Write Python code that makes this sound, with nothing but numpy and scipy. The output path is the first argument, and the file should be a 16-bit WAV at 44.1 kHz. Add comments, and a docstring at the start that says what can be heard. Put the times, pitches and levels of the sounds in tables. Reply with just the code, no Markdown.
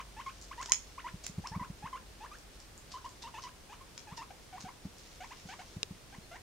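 """A guinea pig clucks in bouts of upswept notes, lower and softer as it settles: harmonics slide through
fixed resonances. Under it lie a quiet room of filtered noise, a low sine hum and a thin unsteady whine.
It nibbles among loose hay, which rustles, crunches and ticks as random fractures, and two-break stalks snap.
A rabbit hops over the carpet: damped thuds with scuffs. Late on come a near click and a faint gliding squeak.
The sounds of the animals and the hay, but for click and squeak, echo briefly in an indoor pen."""
import sys
import numpy as np
from scipy import signal
from scipy.fft import rfft, irfft, next_fast_len
from scipy.io import wavfile
from scipy.ndimage import uniform_filter1d

SR = 44100
rng = np.random.default_rng(int(sys.argv[2]) if len(sys.argv) > 2 else 0)


def wav_out(sig):
    """Save sig, one row per channel (or a flat mono array), as 16-bit PCM at SR to the path in sys.argv[1]."""
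    wavfile.write(sys.argv[1], SR, np.round(np.clip(np.atleast_2d(sig).T, -1, 1) * 32767).astype(np.int16))


N = 283115
TIME = np.arange(N) / SR
EDGE_HZ = 15800  # upper band limit


def amp(db):
    """Level as a logarithm of amplitude: converts decibels to linear gain."""
    return 10 ** (np.asarray(db) / 20)


def unit(x):
    """Power normalisation: scales a signal to a root mean square of 1."""
    return x / np.sqrt(np.mean(x ** 2) + 1e-20)


def read(points, hz):
    """Spectral interpolation: reads a table along a logarithmic frequency axis."""
    f, value = np.transpose(points)
    return np.interp(np.log(hz + 1), np.log(f + 1), value)


def follow(points, at, axis=1):
    """Linear interpolation: reads one column of a curve, held constant beyond its ends."""
    columns = np.transpose(points)
    return np.interp(at, columns[0], columns[axis])


def panned(x, pan_db):
    """Interaural level difference: places a sound by making left louder than right by pan_db."""
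    return x * amp([[pan_db / 2], [-pan_db / 2]])


def add(mix, s, sound):
    """Superposition: sums a sound into the mix from time s, trimmed to fit."""
    at = round(s * SR)
    sound = sound[..., max(-at, 0):]
    part = mix[:, max(at, 0):][:, :sound.shape[-1]]
    part += sound[..., :part.shape[1]]


def colour(x, points):
    """Linear filtering: multiplies the spectrum of a long sound by a gain curve."""
    size = next_fast_len(N)
    gain = amp(read(points, np.fft.rfftfreq(size, 1 / SR)))
    return irfft(rfft(x, size) * gain, size)[..., :N]


def causal(gain):
    """Minimum phase: the impulse response of this spectrum whose energy comes earliest."""
    log_gain = np.log(np.maximum(np.r_[gain, gain[-2:0:-1]], 1e-5))
    return np.fft.ifft(np.exp(np.conj(signal.hilbert(log_gain)))).real


def room(x, walls_db, tail_db):
    """Reverberation: a few discrete wall echoes over a diffuse, exponentially decaying tail."""
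    # Early echoes of the pen's walls. Each row: delay in seconds, level in dB relative to walls_db.
    walls = [(0.011, -12), (.015, -5), (0.0244, -7.5)]
    # Absorption in the room. Each row: frequency in Hz, time to decay by 60 dB in seconds.
    decay_times = [(1200, 0.27), (14000, 0.22)]
    size = SR // 3
    hz, t, z = signal.stft(rng.standard_normal((2, size)), SR, nperseg=256)
    fade = amp(-60 * t / read(decay_times, hz)[:, None])
    tail = signal.istft(z * fade, SR, nperseg=256)[1][:, :size]
    tail = tail * np.minimum(TIME[:size] / 0.0066, 1)  # the tail builds up over 6.6 ms
    echo = amp(tail_db) * tail / np.linalg.norm(tail[0])
    for delay, db in walls:
        echo[:, round(delay * SR)] += amp(db + walls_db)
    return signal.oaconvolve(x, echo, axes=1)[:, :N]


def clucks(scoop=4.49, rolloff_db=-5, rise=0.0041, fall=0.0078, hoarse_db=-21, clear_hz=1000,
           top_hz=3600, top_db=-7, upswept_rise=0.0055, swell_db=7):
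    """Source and filter: upswept vocal harmonics, hoarser toward the end, pass through throat resonances."""
    # Each row: start in seconds, length in seconds, middle pitch in Hz, base level in dB, shape of bend.
    notes = [ (-.025, 0.046, 912, -41.5, "hook"), (.163, 0.061, 888, -44, "hook"),
             (0.26, 0.05, 1011, -42, "dip"), (.51, 0.031, 1167, -41, "whip"),
             (0.576, 0.064, 976, -41.5, "hook"), (0.684, 0.055, 958, -43.5, "hook"),
             (0.977, 0.032, 1170, -40.5, "whip"), (1.041, 0.054, 974, -40, "hook"),
             (1.438, 0.04, 955, -41, "whip"), (1.517, .052, 894, -42.5, "lift"),
             (1.594, 0.063, 917, -42, "dip"), (1.823, 0.061, 858, -41.5, "hook"),
             (1.927, 0.056, 959, -41.5, "dip"), (2.203, 0.069, 866, -45, "hook"),
             (2.313, 0.049, 1216, -43, "lift"), (2.938, 0.055, 942, -45, "dip"),
             (3.043, 0.028, 980, -42, "flat"), (3.236, 0.06, 865, -46, "dip"),
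             (3.339, 0.065, 826, -44.5, "dip"), (3.435, 0.064, 932, -47.5, "dip"),
             (3.692, 0.059, 849, -49.5, "hook"), (3.807, 0.026, 1075, -54.5, "flat"),
             (4.07, 0.076, 785, -50, "dip"), (4.175, 0.068, 856, -44.5, "dip"),
             (4.303, 0.018, 773, -45.5, "flat"), (4.525, 0.068, 694, -47.5, "dip"),
             (4.646, 0.054, 701, -46, "dip"), (5.203, 0.053, 748, -46.5, "lift"),
             (5.304, 0.036, 946, -47.5, "whip"), (5.487, 0.064, 782, -48, "lift"),
             (5.589, 0.037, 740, -48, "lift"), (6.124, 0.034, 792, -54, "lift"),
             (6.312, 0.061, 699, -51, "lift")]
    # The guinea pig's throat and nose. Each row: frequency in Hz, gain in dB.
    throat = [(600, 1.5), (860, -7), (1080, 1), (1250, -14), (1600, -10.5), (2200, -7.5), (2900, -9.5),
              (4300, -16), (6400, -8), (9000, -23)]
    # The push of air through one cluck. 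Each row: share of its length, gain in dB.
    air_push = [(0, 3), (.5, 0), (1, 1)]
    # Overtones as the head turns. Each row: time in seconds, second harmonic in dB, higher harmonics in dB.
    facing = [(0, 1, 1), (1.65, -3, -13), (1.94, -5, -2), (3, -11, 0), (3.4, -0.5, 5.5), (4.6, -2, -3),
              (5.4, 6, 6), (6.4, 10.5, 4.5)]
    # Ways a cluck bends. Each entry: opening and final pitch factors, lateness of the upsweep as an exponent.
    shapes = {"whip": (.77, 2.2, 2.8), "hook": (.94, 2.7, 3.7), "lift": (.94, 1.7, 3),
              "dip": (1.17, 1.95, 3), "flat": (0.95, 1.26, 3.2)}
    out = np.zeros((2, N))
    k = np.arange(1, 11)[:, None]  # harmonic numbers
    for start, length, middle, db, shape in notes:
        opening, final, bend = shapes[shape]
        t = np.arange(0, length, 1 / SR)
        u = t / t[-1]
        waver = unit(uniform_filter1d(rng.standard_normal((len(k), SR // 8)), size=90))[:, :len(t)]
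        hz = middle * opening ** ((1 - u) ** scoop) * final ** (u ** bend)
        # the folds lose their grip as the pitch climbs
        hz = hz * (1 + (.012 + .04 * u ** 3) * waver[-1])
        second, higher = follow(facing, start, axis=1), follow(facing, start, axis=2)
        source_db = rolloff_db * np.log2(k) + second * (k == 2) + higher * (k > 2)
        source_db = source_db + top_db / (1 + (top_hz / (k * hz)) ** 8)  # treble shelf
        partials = amp(read(throat, k * hz) + source_db) * (k * hz < EDGE_HZ)
        # overtones flutter more than the fundamental and carry more turbulence, most in the low notes
        hiss = unit(uniform_filter1d(rng.standard_normal(partials.shape), size=30))
        rasp = .45 * (1 - 1 / k + u ** 3)
        turbulence = amp(hoarse_db) * k * hiss * (clear_hz / middle) ** 2
        grain = 1 + rasp * waver + turbulence
        phase = 2 * np.pi * k * np.cumsum(hz) / SR
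        note = np.sqrt(2) * (partials * grain * np.sin(phase)).sum(0)
        # the steeply upswept notes swell in more slowly
        upswept = shape in ("whip", "hook")
        onset = np.clip(t / (upswept_rise if upswept else rise), 0, 1)
        gate = onset * np.clip((t[-1] - t) / fall, 0, 1)
        swell = swell_db * (np.minimum(u, .6) - .4) * upswept
        add(out, start, note * gate * amp(db + follow(air_push, u) + swell))
    return panned(out, 0.46) + room(out, walls_db=-7.5, tail_db=-10.5)


def background(air_db=-55, whine_hz=8802, whine_db=-77, wander_hz=25):
    """Stationary sources: partly correlated stereo noise, a sinking, fading hum and an unsteady whine."""
    # The still room. Each row: frequency in Hz, relative spectral level in dB.
    air_spectrum = [(12, -41), (20, -2.5), (55, -1), (171, -9), (467, -11.5), (800, -15.5), (1590, -18.5),
                    (5440, -22), (8700, -26), (15700, -34)]
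    # Likeness of the two sides. Each row: frequency in Hz, left-right correlation from 0 to 1.
    likeness = [(130, 0.82), (300, 0.44), (12000, 0.016)]
    # The low hum. Each row: time in seconds, pitch in Hz, rms level in dB.
    hum_course = [(0, 49, -58.5), (2.85, 47.78, -61), (3.25, 34.8, -72)]
    a, b, drift = rng.standard_normal((3, N))
    same = np.clip(read(likeness, np.fft.rfftfreq(N, 1 / SR)), 0, 1)
    mid = irfft(rfft(a) * np.sqrt(1 + same), N)
    side = irfft(rfft(b) * np.sqrt(1 - same), N)
    air = amp(air_db) * unit(colour(np.array([mid + side, mid - side]), air_spectrum))
    hum_phase = 2 * np.pi * np.cumsum(follow(hum_course, TIME)) / SR
    hum = amp(follow(hum_course, TIME, axis=2)) * np.sin(hum_phase)
    whine_pitch = whine_hz + wander_hz * unit(uniform_filter1d(drift, size=200))
    whine = amp(whine_db) * np.sin(2 * np.pi * np.cumsum(whine_pitch) / SR)
    return air + np.sqrt(2) * (hum + whine)  # root 2 makes the sine levels rms


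def fibres(size, per_s, spread_db):
    """Random point process: tiny fractures, a few of them large, partly shared by the two sides."""
    sizes = amp(spread_db * np.minimum(rng.exponential(1, (3, size)), 4))
    sizes = sizes * rng.choice([-1, 1], (3, size))
    fractures = sizes * (rng.random((3, size)) < per_s / SR)
    return fractures[0] + 0.85 * fractures[1:]


def rustle(stir_db=-70.5, flutter_db=2):
    """Friction noise: animals that sit and shift keep hay crackling, which swells as they brush through."""
    # Passages through the hay. Each row: middle in seconds, half length in seconds, added power in dB.
    brushes = [(.6, 0.53, -66), (5.06, 0.07, -64), (5.457, 0.21, -62)]
    # The colour of rustling hay. Each row: frequency in Hz, gain in dB.
    hay = [(500, -20), (1500, 0), (5800, 6.5), (7200, 2), (9000, -15), (15000, -29)]
    power = amp(stir_db) ** 2
    power = power + sum(amp(db) ** 2 * np.exp(-((TIME - s) / half) ** 2) for s, half, db in brushes)
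    # the rustle comes and goes from stalk to stalk
    flutter = unit(uniform_filter1d(rng.standard_normal(N), size=2500))
    crackle = colour(fibres(N, per_s=1500, spread_db=6.0), hay)
    grains = unit(crackle * amp(flutter_db * flutter)) * np.sqrt(power)
    return grains + room(grains, walls_db=-33, tail_db=0.5)


def crunches(centre_hz=5100, octaves=0.33, body_db=-3.5, body_hz=7000, swell=0.56, ring_db=1,
             ring_width_hz=600, fractures=22.0):
    """Progressive fracture: a bite or step cracks a few fibres, then most, then ever fewer; a stalk rings."""
    # Each row: moment of greatest strain in seconds, rms level there in dB, ring of the stalk in Hz.
    bites = [(.422, -56.5, 6500), (0.6282, -39.5, 6900), (.66, -37, 6800), (1.246, -44.5, 5870),
             (1.268, -44.5, 5900), (1.4725, -35, 5700), (2.921, -47.5, 4600), (3.2264, -43, 3900),
             (3.429, -47.5, 5800), (4.1747, -44, 5500), (4.6113, -48, 6500)]
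    middling_db, middling_fade_s = -43.5, 0.0081  # a middling crunch and its fading time
    halving_db, slowest_fade_s = 4, 0.021  # this much louder fades twice as fast
    out, size = np.zeros((2, N)), SR // 8
    hz, t = np.fft.rfftfreq(512, 1 / SR) + 1, TIME[:size] - 1 / 50
    band = np.exp(-.5 * (np.log2(hz / centre_hz) / octaves) ** 2)
    band = band + amp(body_db) / (1 + (hz / body_hz) ** 4)
    for s, db, ring_hz in bites:
        # fibres that give way at once are loud, a slow tear is soft
        fading = min(middling_fade_s * 2 ** ((middling_db - db) / halving_db), slowest_fade_s)
        strain = np.exp(-np.maximum(t, -t / swell) / fading)
        stalk = band + amp(ring_db) / (1 + (2 * (hz - ring_hz) / ring_width_hz) ** 2)
        # a slow tear spreads its fractures out, so they are heard one by one
        force = fibres(size, per_s=fractures / fading, spread_db=5.5) * strain
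        burst = signal.fftconvolve(force, causal(stalk)[None], axes=1)
        add(out, s + t[0], amp(db) * unit(burst) * np.sqrt(np.mean(strain ** 2)))
    return out + room(out, walls_db=-5.5, tail_db=-7)


def ticks(hz=6000, octaves=0.39, split_s=0.00049):
    """Impulsive excitation: a splitting fibre gives a sharp, dry noise burst about a millisecond long."""
    # Single fibres that split. Each row: start in seconds, level of the tick's total energy in dB.
    splits = [(.4145, -29), (0.4243, -29), (0.6147, -24), (1.2394, -25.5), (2.386, -33), (2.602, -30.5),
              (2.7784, -29), (3.053, -32), (3.092, -32), (4.984, -32)]
    out, t = np.zeros((2, N)), TIME[:SR // 100]
    distance = np.log2((np.fft.rfftfreq(512, 1 / SR) + 1) / hz) / octaves
    body = causal(np.exp(-.5 * distance ** 2) + 1 / 20)
    for s, db in splits:
        split = rng.standard_normal((3, len(t))) * np.exp(-t / split_s)
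        # the first noise is common to both sides
        tick = signal.fftconvolve(split[0] + split[1:] / 2, body[None], axes=1)
        add(out, s, amp(db) * tick / np.linalg.norm(tick, axis=1, keepdims=True))
    return out + room(out, walls_db=-8, tail_db=0)


def resonances(modes, hz):
    """Modal superposition: sums the left and right gains of a few resonance peaks."""
    return sum(panned(amp(db) / (1 + (2 * (hz - f) / width) ** 2), pan_db) for f, width, db, pan_db in modes)


def snaps(second_db=-6, splinter_db=-19, splinter_time=0.0017):
    """Brittle fracture: two quick breaks and a spray of splinters excite the modes of a dry stalk."""
    # Stalks that break clean. Each row: start in seconds, level of the crack's total energy in dB,
    # pan left over right in dB, ring of the stalk in dB, delay of the second break in seconds,
    # send to the room in dB, frequency in Hz above which it is dull.
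    breaks = [(.6962, -18, 0, -3, 0.00018, -7, 9000), (0.7205, 5.5, -6.5, 3.5, 0.00096, -9.5, 8400),
              (1.266, -14, -7.5, -9, 0.00083, -9.5, 13500), (3.9786, -19, 4, -7, 0.0021, -6, 6693)]
    # The colour of a break. Each row: frequency in Hz, gain in dB.
    break_colour = [(200, -16.5), (1500, -1), (3200, -2.5), (8500, -3), (16000, -6)]
    # Rings of a dry stalk. Each row: frequency in Hz, width in Hz, gain in dB, pan left over right in dB.
    stalk_modes = [(2960, 1200, 6, 5), (5500, 760, 12.5, 17), (6800, 590, 21, -18), (8300, 4300, -1, -23)]
    out, send = np.zeros((2, 2, N))
    hz, t = np.fft.rfftfreq(1024, 1 / SR), TIME[:SR // 80]
    for s, db, pan_db, ring_db, second, room_db, dull_hz in breaks:
        force = amp(splinter_db) * rng.standard_normal((2, len(t))) * np.exp(-t / splinter_time)
        force[:, 0] += 1
        force[:, round(second * SR)] += amp(second_db)
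        ringing = 1 + amp(ring_db) * resonances(stalk_modes, hz)
        gain = amp(read(break_colour, hz)) * ringing / (1 + (hz / dull_hz) ** 4)
        body = [causal(side) for side in gain]
        crack = signal.fftconvolve(force, body, axes=1)
        crack = amp(db) * crack / np.linalg.norm(crack, axis=1, keepdims=True)
        crack = panned(crack, pan_db)
        add(out, s, crack)
        add(send, s, crack * amp(room_db))
    return out + room(send, walls_db=0, tail_db=1.5)


def paws(hz=166, press=0.0024, rebound=0.01113, rebound_db=-8, weight_db=-15, scuff_db=-27,
         shudder_db=-19, shudder_s=0.015, variety=0.14):
    """Damped impact: a paw dents the padded floor and rebounds, with body weight, scuff and shudder."""
    # Soft paw falls. Each row: moment of the dent in seconds, level of the main dent in dB.
    falls = [(1.145, -34.5), (1.299, -39), (1.3857, -27.5), (1.519, -38), (1.5656, -29), (1.6148, -34),
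             (1.704, -34.5), (1.843, -40), (4.127, -40), (4.6443, -39.5), (4.8559, -32.5), (5.4587, -41),
             (5.7702, -33.5), (5.9123, -34.5), (6.187, -42)]
    out, t = np.zeros((2, N)), TIME[:SR // 8] - 1 / 50
    floor_band = signal.butter(2, [70, 300], "bandpass", fs=SR, output="sos")
    for s, db in falls:
        # each fall has its own softness, and a rebound that varies four times as much
        soft, bounce = 1 + variety * rng.uniform(-1, 1, 2) * [1, 4]
        dents = [(1, t / soft), (amp(rebound_db) * bounce, (t - rebound) / soft)]
        push = -sum(g * np.cos(2 * np.pi * hz * d) / np.cosh(d / press) for g, d in dents)
        # the body's weight pushes at half the frequency and lasts twice as long
        push -= amp(weight_db) * np.cos(np.pi * hz * t) / np.cosh(t / press / 2)
        grit, rumble = rng.standard_normal((2, len(t)))
        scuff = amp(scuff_db) * unit(signal.lfilter([1], [1, -.93], grit)) / np.cosh(t / 0.0071)
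        shudder_fade = np.exp(-np.maximum(t / shudder_s, -t / press))
        shudder = amp(shudder_db) * unit(signal.sosfilt(floor_band, rumble)) * shudder_fade
        add(out, s + t[0], amp(db) * (push + scuff + shudder))
    return out + room(out, walls_db=-19.0, tail_db=-17.5)


def click(s=5.8311, db=10, knock_db=-19):
    """Impulse response: one hard contact, too near to have any room, rings briefly over a dull knock."""
    # Short rings. Each row: frequency in Hz, width in Hz, relative gain in dB, pan left over right in dB.
    click_modes = [(430, 70, -10, -3), (2720, 450, -13, 21.5), (3850, 410, -9, 18), (5070, 300, -5.5, 0),
                   (6560, 3800, -19, -18)]
    out, hz = np.zeros((2, N)), np.fft.rfftfreq(1024, 1 / SR)
    knock = amp(knock_db) / (1 + hz / 700)
    gain = (resonances(click_modes, hz) + knock) / (1 + (hz / 9500) ** 10)
    add(out, s, amp(db) * np.array([causal(side) for side in gain]))
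    return out


def squeak(s=6.218, length=0.049, hz=4300, crest=.36, sag=.22, db=-61):
    """Frequency modulation: one faint, thin tone whose pitch arches over and sinks."""
    out, u = np.zeros((2, N)), np.linspace(0, 1, round(length * SR))
    pitch = hz * (1 - sag * (u - crest) ** 2)
    add(out, s, amp(db) * np.sin(np.pi * u) * np.sin(2 * np.pi * np.cumsum(pitch) / SR))
    return out


def scene():
    """Superposition of all the sounds in the pen."""
    voice_and_room = clucks() + background()
    hay = rustle() + crunches() + ticks() + snaps()
    return voice_and_room + hay + paws() + click() + squeak()


def record(dry):
    """Band limitation: a linear-phase low-pass filter at the recorder's upper edge."""
    low_pass = signal.firwin(511, EDGE_HZ, window=("kaiser", 9), fs=SR)
    return signal.oaconvolve(dry, low_pass[None], "same")


dry = scene()
out = record(dry)
wav_out(out)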